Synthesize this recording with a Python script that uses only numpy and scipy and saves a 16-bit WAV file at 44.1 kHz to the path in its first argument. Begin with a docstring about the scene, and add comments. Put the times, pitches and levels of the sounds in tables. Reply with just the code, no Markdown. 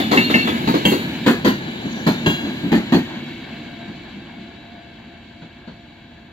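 """Beside a railway track, the last coaches of a braking passenger train roll past a few metres away and recede.
Axles bang in pairs over rail joints and points: bursts of uneven impacts, shaped into thud, clack and clash.
Flange strikes set wheels ringing as decaying split modes; brief scrapes excite single high modes.
Between the blows, shaped noise makes the rumble and roar of rolling, and wavering tones the singing wheels.
Far off a rail hums over the low rumble of a town and the faint even hiss of two turning microphones."""
import sys
import numpy as np
from scipy import signal
from scipy.fft import rfft, irfft, next_fast_len
from scipy.io import wavfile
from scipy.ndimage import uniform_filter1d, map_coordinates

SR = 44100
rng = np.random.default_rng(int(sys.argv[2]) if len(sys.argv) > 2 else 0)


def transcribe(signal):
    """Save signal, clipped to [-1, 1], as a 16-bit WAV file at the path in sys.argv[1]."""
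    frames = np.atleast_2d(signal).T
    limited = np.clip(frames, -1, 1)
    pcm = np.round(limited * 32767).astype(np.int16)
    wavfile.write(sys.argv[1], SR, pcm)


N = 278712
T = np.arange(N) / SR  # time in seconds

WHEELBASE_M = 2.5  # between the axles of a bogie
# Bogies crossing joints. Each row: first axle's start in seconds, thud level in dB, second axle's extra level
# in dB, hardness (level of the brighter parts) in dB, thud pitch in Hz, chatter time in seconds.
JOINT_CROSSINGS = [(-.056, -16.5, -0.5, 9, 284, 0.056), (0.172, -13.5, 0, -.5, 244, 0.026),
                   (.298, -19.5, -0.5, 7, 305, 0.018), (.673, -14.5, 1, 2, 234, 0.03),
                   (.739, -13, -0.5, -1.5, 329, 0.019), (1.262, -10.5, -1.4, 3.5, 247, 0.044),
                   (1.846, -22.5, -18, -14, 227, 0.024), (2.065, -11.5, -2, 1.5, 224, 0.027),
                   (2.435, -23.5, 3, -10.5, 226, 0.037), (2.717, -10.5, 0.5, -2.5, 243, 0.046),
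                   (3.658, -35.5, 6, -7.5, 211, 0.019), (4.138, -34.5, -3, -11, 214, 0.043),
                   (5.419, -35.5, 4, 0.5, 192, 0.0088)]


def joints():
    """Delay by distance over speed: two axles hit a joint a wheelbase apart, so pairs spread under braking."""
    out = np.zeros((2, N + 2 * SR))  # one second spare at each end
    t = T[:SR // 2]
    for first_s, thud_db, second_db, hardness_db, thud_hz, chatter in JOINT_CROSSINGS:
        far = doublings(max(along(first_s, BOGIES[-1][0]), 0))
        second_s = first_s + WHEELBASE_M / speed(first_s)
        for when, level_db in [(first_s, thud_db), (second_s, thud_db + second_db)]:
            start = SR + int(when * SR)
            out[:, start:start + len(t)] += undb(level_db) * axle(t, thud_hz, hardness_db, far, chatter)
    return out[:, SR:SR + N]


# Levels against the thud at hardness zero, in dB.
CLACK_DB, CLASH_DB, SIZZLE_DB = -8, -13.5, -33.5
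# Treble lost as the last bogie recedes, in dB per doubling of distance.
CLASH_LOSS_DB, SIZZLE_LOSS_DB = 1.1, 15
# Spectra of bogie and sleepers, of the rail, and of the wheel steel under a blow.
# Each row: frequency in Hz (scaled by track stiffness for the first two), relative level in dB.
THUD_SPECTRUM = [(30, -46), (60, -21), (105, -18.5), (170, 0.5), (235, 6.5), (290, 1.5), (350, -4.5),
                 (440, -15.5), (650, -33)]
CLACK_SPECTRUM = [(300, 1.5), (480, 4.5), (700, 5), (950, 4), (1300, -8), (1750, 1.5), (2100, -17.5),
                  (3200, -6)]
CLASH_SPECTRUM = [(1300, 7), (1900, 6.5), (2500, 2), (3400, -0.5), (4400, 4), (5200, -14), (7200, -15.5),
                  (8400, -38)]


def axle(t, thud_hz, hardness_db, far, chatter):
    """Impact excitation: one blow thuds in bogie and sleepers, clacks in the rail, clashes in wheel steel."""
    stiffness = thud_hz / THUD_SPECTRUM[4][0]  # firmer track raises thud and clack together
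    body = [(hz * stiffness, db) for hz, db in THUD_SPECTRUM]
    rail = [(hz * stiffness ** .5, db) for hz, db in CLACK_SPECTRUM]
    clash_db = CLASH_DB - CLASH_LOSS_DB * far
    sizzle_db = SIZZLE_DB - SIZZLE_LOSS_DB * far
    thud = blow(t, body, chatter, rise=0.0016, t60=0.21, grain_db=2.0, patchy_db=0.5)
    clack = undb(CLACK_DB) * blow(
        t, rail, 0.59 * chatter, rise=0.0021, t60=0.21, grain_db=3.5, patchy_db=4.0)
    clash = undb(clash_db) * blow(
        t, CLASH_SPECTRUM, 0.54 * chatter, rise=0.0012, t60=0.34, grain_db=-0.5, patchy_db=5.5)
    sizzle = undb(sizzle_db) * blow(
        t, HISS_SPECTRUM, 0.91 * chatter, rise=0.0017, t60=0.25, grain_db=3.5, patchy_db=5.5)
    # the wheel rebounds every 10 ms or so; each landing knocks afresh until it settles
    since_landing = (t * rng.uniform(70, 120)) % 1  # share of one rebound
    knocks = undb(-1.7 * since_landing)
    settling = 1 + (knocks - 1) * np.exp(-t / 0.05)
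    return thud + undb(hardness_db) * (clack + clash + sizzle) * settling


def blow(t, spectrum, chatter, rise, t60, grain_db, patchy_db):
    """Repeated impact: a wheel chatters on the rail, a burst of uneven impacts that holds, then dies."""
    grains = np.repeat(rng.standard_normal(len(t)), 64)[:len(t)]
    impacts = rng.standard_normal((2, len(t))) * undb(grain_db * grains)
    # each point of contact favours its own resonances
    burst = colour(steel(impacts, spacing_hz=75.1, depth_db=patchy_db), spectrum)
    # the burst is levelled, so its chatter stays steady until it dies away
    burst /= np.sqrt(uniform_filter1d(burst ** 2, size=500) + 1e-9)
    attack = 1 - np.exp(-t / rise)
    decay = undb(-60 * np.maximum(t - chatter, 0) / t60)
    return burst * attack * decay


# Spectra of rolling, from low to high. Each row: frequency in Hz, relative level in dB.
RUMBLE_SPECTRUM = [(25, -44), (45, -40), (65, -18), (105, -11.5), (150, -3.5), (200, -4.5), (232, 4),
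                   (275, -5.5), (335, -3), (410, -16.5), (560, -22.5)]
ROAR_SPECTRUM = [(330, -1), (460, -4.5), (600, 2.5), (850, 2.5), (1050, -1.5), (1280, -9), (1650, 4.5),
                 (2100, -13.5)]
RUSH_SPECTRUM = [(1300, -39), (1700, -1), (1980, 0), (2300, 1.5), (3000, 0.5), (4000, 0.5), (4550, -4),
                 (5100, -15.5), (6000, -20), (7200, -18), (8200, -33)]
HISS_SPECTRUM = [(4800, -47), (6000, 1), (7300, 5), (8500, -13), (10000, -0.5), (11500, -1.5), (13000, 3.5),
                 (15800, -4)]
# Rail resonances. Each row: frequency in Hz, half width in Hz, relative level in dB.
RAIL_RESONANCES = [(1610, 190, -4.5), (2214, 62, 9.5), (2700, 74, 6), (3234, 170, 1), (3860, 170, -1.5),
                   (4460, 130, -3.5)]


def rolling():
    """Roughness excitation: treads shake bogies, rails and wheels; the load wavers as the coaches rock."""
    load = walk(18)
    rumble = colour(noise(), RUMBLE_SPECTRUM) * undb(0.33 * load)
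    rumble *= passing(near_db=-27.5, loss_db=10.0, tread_share=0.45)

    roar = colour(noise(), ROAR_SPECTRUM) * undb(0.43 * load + 1.56 * walk(30))
    roar *= passing(near_db=-38, loss_db=8.0, tread_share=0.34)

    rush = colour(steel(noise(), spacing_hz=54.5, depth_db=4.5), RUSH_SPECTRUM) * undb(1.1 * walk(35))
    rush *= passing(near_db=-39.5, loss_db=9.0, tread_share=0.72)

    hiss = colour(steel(noise(), spacing_hz=55, depth_db=2.8), HISS_SPECTRUM)
    hiss *= passing(near_db=-63, loss_db=14.5, tread_share=1.28)

    # the rail resonances come forward from 2.4 to 3.2 s, then fade with distance
    forward_db = np.interp(T, [2.4, 3.2], [-11, -3.5])
    rails = resonate(noise(), RAIL_RESONANCES) * undb(forward_db)
    rails *= passing(near_db=-34.5, loss_db=10.0, tread_share=0.79)
    return rumble + roar + rush + hiss + rails


# Flange strikes. Each row: start in seconds, level in dB, wheel number,
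# brightness in dB per octave, level of the splash of hiss in dB.
FLANGE_STRIKES = [(0.172, -12.5, 0, -9, -50), (0.341, -14.5, 0, -16.5, -55), (0.852, -12.5, 1, -3, -38.5),
                  (2.261, -21.5, 2, -3.5, -51)]
# Modes of three wheels, one list per wheel. Each row: frequency in Hz, relative level in dB, t60 in seconds.
WHEEL_MODES = [
    [(1777, -9.5, 0.28), (2100, -5, 0.16), (2230, -9.5, 0.44), (2663, -3, 0.28), (2773, -4, 0.52),
     (2886, -13, 0.35), (3129, -15, 0.2), (3311, -18, 0.33), (3620, -13.5, 1), (3770, -15, 0.7),
     (3950, -15, 1), (4570, -22, .7)],
    [(2230, -17.5, 0.63), (2696, -10.5, 0.42), (2770, -4, 0.35), (3080, -4.5, 0.22), (3280, -1, 0.26),
     (3970, -25, .6), (5840, -26, 0.19), (6560, -20, 0.25), (6540, -20, 0.21), (7460, -20, 0.27)],
    [(1631, -3.5, 0.62), (2783, 2.5, 0.54), (3140, -3, 0.32), (3324, -1.5, 0.68), (3500, -16, 0.6),
     (4020, -6, 0.87), (4861, -19.5, 0.98), (6100, -20, 0.73), (6640, -17, 0.61), (7050, -14.5, 0.58)],
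]


def strikes():
    """Modal ringing: a flange hits the points, the wheel rings like a bell; turning splits modes in pairs."""
    out = np.zeros((2, N + SR))
    t = T[:SR]
    contact = 1 - np.exp(-t / .0007)
    for s, level_db, number, tilt_db, splash_db in FLANGE_STRIKES:
        start = int(s * SR)
        splash = blow(t, HISS_SPECTRUM, 0.054, rise=0.0013, t60=0.48, grain_db=2, patchy_db=1)
        out[:, start:start + SR] += undb(splash_db) * splash
        for hz, mode_db, t60 in WHEEL_MODES[int(round(number))]:
            split_hz, phase = rng.uniform(1.3, 24.4), rng.uniform(0, 2 * np.pi)
            beating = 1 + 0.53 * np.exp(2j * np.pi * split_hz * t)
            pair = np.exp(1j * (2 * np.pi * hz * t + phase)) * beating
            decay = np.exp(-np.log(1000) * t / t60)
            gain = undb(level_db + mode_db + tilt_db * np.log2(hz / 2750))
            ring = pair * contact * decay * gain
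            out[:, start:start + SR] += [ring.imag, 0.37 * ring.real]  # direct, scattered
    return out[:, :N]


# Wheel modes kept singing by tread roughness. Each row: frequency at rest in Hz, relative level in dB.
SINGING_MODES = [(1630, 1.5), (2250, -5.5), (2740, -1.5), (2980, -11), (3590, 1.5), (3930, 0.5), (4217, -3),
                 (4795, -18), (4940, -13.5), (5700, -13.5), (6650, -13)]


def singing():
    """Doppler effect: wheel modes sink in pitch as the last bogie passes, and dull with its distance."""
    past = along(T, BOGIES[-1][0])
    doppler = 1 - speed(T) / 343 * past / np.hypot(past, TRACK_M)  # sound travels at 343 m/s
    tilt_db = -2.5 - 7 * doublings(past)  # per octave above 4 kHz
    modes = np.zeros((2, N))
    for hz, db in SINGING_MODES:
        gain = undb(db + tilt_db * np.log2(max(hz / 4000, 1)))
        modes += tone(hz * doppler, waver_db=4.0, wander_hz=13.08) * gain
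    return modes * passing(near_db=-56, loss_db=9.0, tread_share=1.01)


SCRAPE_WIDTH_HZ = 34  # half width of the excited mode
# Flanges scraping the rail head. Each row: loudest moment in seconds, half length in seconds,
# level in dB, pitch in Hz.
FLANGE_SCRAPES = [(.01, 0.07, -32.5, 3510), (0.248, 0.049, -28, 4290), (0.396, .04, -27.5, 4280),
                  (.4, 0.053, -25.5, 2730), (0.486, .02, -28.5, 3430), (0.783, 0.018, -37, 4250),
                  (0.93, 0.022, -34, 4360), (1.96, .08, -56, 6690), (1.96, 0.057, -55, 5830),
                  (2.18, .035, -40, 3670), (2.772, 0.013, -42, 4500), (2.964, 0.014, -29, 4345)]


def scrapes():
    """Friction excitation: a flange rubs the rail for an instant and one high wheel mode swells."""
    out = np.zeros((2, N))
    for s, length, db, hz in FLANGE_SCRAPES:
        near = np.abs(T - s) < .25
        rub = resonate(rng.standard_normal((2, near.sum())), [(hz, SCRAPE_WIDTH_HZ, 0)])
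        out[:, near] += rub * undb(db) * swell(T[near], s, length)
    return out


# Swells of the hum from the track under the distant wheels.
# Each row: loudest moment in seconds, half length in seconds, level in dB.
RAIL_HUM_SWELLS = [(3.797, 0.18, -48.5), (4.39, 0.074, -53.5), (4.734, 0.12, -49), (5.6, 1, -56)]


def rail_hum():
    """Sustained resonance: a mid tone swells and fades in the track under the receding wheels."""
    swells = sum(undb(db) * swell(T, s, length) for s, length, db in RAIL_HUM_SWELLS)
    return tone(691, waver_db=3.0, wander_hz=5.18) * swells


# Spectrum of distant traffic. Each row: frequency in Hz, relative level in dB.
TOWN_SPECTRUM = [(22, -36), (42, -6), (70, 0), (110, 0), (180, -7), (400, -24)]


def town():
    """Stationary noise: a steady low rumble of distant traffic."""
    return colour(noise(), TOWN_SPECTRUM) * undb(-49.5)


def microphone_hiss():
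    """Noise floor: the faint even hiss of the microphones."""
    return colour(noise(), HISS_SPECTRUM) * undb(-86)


# Speed at time zero in m/s, speed lost each second in m/s, distance from track to microphone in metres.
START_SPEED, BRAKING, TRACK_M = 14.72, .91, 9


def speed(s):
    """Uniform deceleration: speed of the train in m/s."""
    return START_SPEED - BRAKING * s


def along(s, nearest_s):
    """Mean speed times time: metres that a bogie has rolled past the microphone."""
    return (s - nearest_s) * speed((s + nearest_s) / 2)


def doublings(metres):
    """Distance law: how often the distance has doubled, that far along the track."""
    return np.log2(np.hypot(metres, TRACK_M) / TRACK_M)


# Bogies going by. Each row: nearest moment in seconds, relative level in dB, extra tread roughness in dB.
BOGIES = [(.33, -0.5, 9), (.95, -1, 2.5), (2.38, -.5, 2)]


def passing(near_db, loss_db, tread_share):
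    """Energy summation: bogie powers add, each losing loss_db per doubling of its distance."""
    power = 0
    for nearest_s, db, tread_db in BOGIES:
        distance_db = loss_db * doublings(along(T, nearest_s))
        power = power + undb(near_db + db + tread_share * tread_db - distance_db) ** 2
    return np.sqrt(power)


def steel(x, spacing_hz, depth_db):
    """Modal density: steel has a dense, irregular forest of resonances."""
    peaks_db = depth_db * rng.standard_normal(size=400)
    return filtered(x, lambda hz: undb(np.interp(hz / spacing_hz, np.arange(len(peaks_db)), peaks_db)))


def tone(hz, waver_db, wander_hz):
    """Self-sustained mode: roughness keeps a line wavering in level and pitch, direct and scattered."""
    phase = 2 * np.pi * np.cumsum(hz + wander_hz * walk(40)) / SR
    level = np.sqrt(2) * undb(waver_db * walk(22.12))
    return np.sin([phase, phase + 2 * walk(6.7)]) * level


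def swell(t, s, length):
    """Gaussian envelope: a bell-shaped rise and fall around time s."""
    return np.exp(-.5 * ((t - s) / length) ** 2)


def noise():
    """Incoherence: two unrelated noises, one for the direct sound and one for the scattered."""
    return rng.standard_normal((2, N))


def walk(rate):
    """Slow random modulation: levels held 1 / rate s and slewed twice; spread near 1."""
    k = int(SR / rate)
    held = np.repeat(rng.standard_normal(N // k + 1), k)
    return 1.3 * uniform_filter1d(uniform_filter1d(held, k), k)[:N]


def colour(x, points):
    """Spectral shaping: give x a spectrum that falls steeply beyond its ends; rms 1."""
    lo, hi = points[0][0], points[-1][0]
    closed = [(lo / 2, points[0][1] - 50), *points, (hi * 2, points[-1][1] - 70)]
    return unit(filtered(x, lambda hz: response(closed, hz)))


def resonate(x, modes):
    """Modal superposition: ring (Hz, half width Hz, dB) resonances with steep skirts; rms 1."""
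    def gain(hz):
        return sum(undb(db) / (1 + 1j * (hz - f) / width) ** 2 for f, width, db in modes)
    return unit(filtered(x, gain))


def filtered(x, gain):
    """Linear filtering: multiply the spectrum by a gain that is a function of frequency."""
    size = next_fast_len(x.shape[-1])
    spectrum = rfft(x, size) * gain(np.fft.rfftfreq(size, 1 / SR))
    return irfft(spectrum, size)[..., :x.shape[-1]]


def response(points, hz):
    """Frequency response: gain of a (Hz, dB) spectrum, interpolated over log frequency."""
    f, db = np.transpose(points)
    return undb(np.interp(np.log(hz + 1), np.log(f), db))


def unit(x):
    """Root-mean-square normalisation: scale each row to rms 1."""
    return x / np.sqrt(np.mean(x ** 2, axis=-1, keepdims=True))


def undb(db):
    """Logarithmic level: decibels to gain."""
    return np.exp(np.asarray(db) * (np.log(10) / 20))


# Bearing of the nearest bogie from the turning microphones.
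# Each row: time in seconds, lag of the right ear in ms.
BEARING_LAGS = [(0, -0.29), (.9, -0.43), (1.3, 0.13), (1.5, 0.26), (2.9, 0.16), (3.5, -0.016),
                (6.32, 0.023)]
# Sound scattered by ballast and coach sides. Each row: frequency in Hz, level against direct sound in dB.
SCATTER_RESPONSE = [(60, -21), (250, -17), (450, -6), (800, -7), (1500, -6.5), (4000, -3), (12000, 3)]
BASS_HZ, BASS_LAG_SHARE = 427, 0.36  # upper edge of the track's bass, its share of the lag


def scene():
    """Interaural delay: direct sound lags between the ears with the bearing; scattered sound widens it."""
    lag_s, lag_ms = np.transpose(BEARING_LAGS)
    lag = np.interp(T, lag_s, lag_ms) * SR / 1000  # in samples
    train = joints() + rolling() + strikes() + singing() + scrapes() + rail_hum()
    direct, scattered = train + town() + microphone_hiss()
    side = filtered(scattered, lambda hz: response(SCATTER_RESPONSE, hz))
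    # the bass spreads along the track, so its bearing is less marked
    bass = filtered(direct - side, lambda hz: 1 / (1 + (hz / BASS_HZ) ** 6))
    upper = direct - side - bass
    right = np.zeros(N)
    for part, delay in [(bass, BASS_LAG_SHARE * lag), (upper, lag)]:
        right += map_coordinates(part, [np.arange(N) - delay], order=3, mode="nearest")
    return np.array([direct + side, right])


TOP_HZ = 15800  # upper limit of the microphones
# Left minus right sensitivity of the microphones. Each row: frequency in Hz, difference in dB.
PORT_DIFFERENCE = [(100, -.5), (250, 0), (450, 1), (900, 3), (1700, 3), (2500, 2), (4400, -2.5),
                   (5000, 5.5), (5700, 14.5), (7200, 23), (8500, 10), (10000, 11.5), (15000, 21.5)]


def record(dry):
    """Transducer response: the right microphone is deaf to high treble; peaks are capped, the top cut."""
    def ports(hz):
        ratio = response(PORT_DIFFERENCE, hz)
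        return 2 * np.array([ratio, np.ones_like(ratio)]) / (1 + ratio)
    capped = np.clip(filtered(dry, ports), -1, 1)
    top_cut = signal.ellip(10, .2, 80, TOP_HZ, fs=SR, output="sos")
    return signal.sosfilt(top_cut, capped)


dry = scene()
out = record(dry)
transcribe(out)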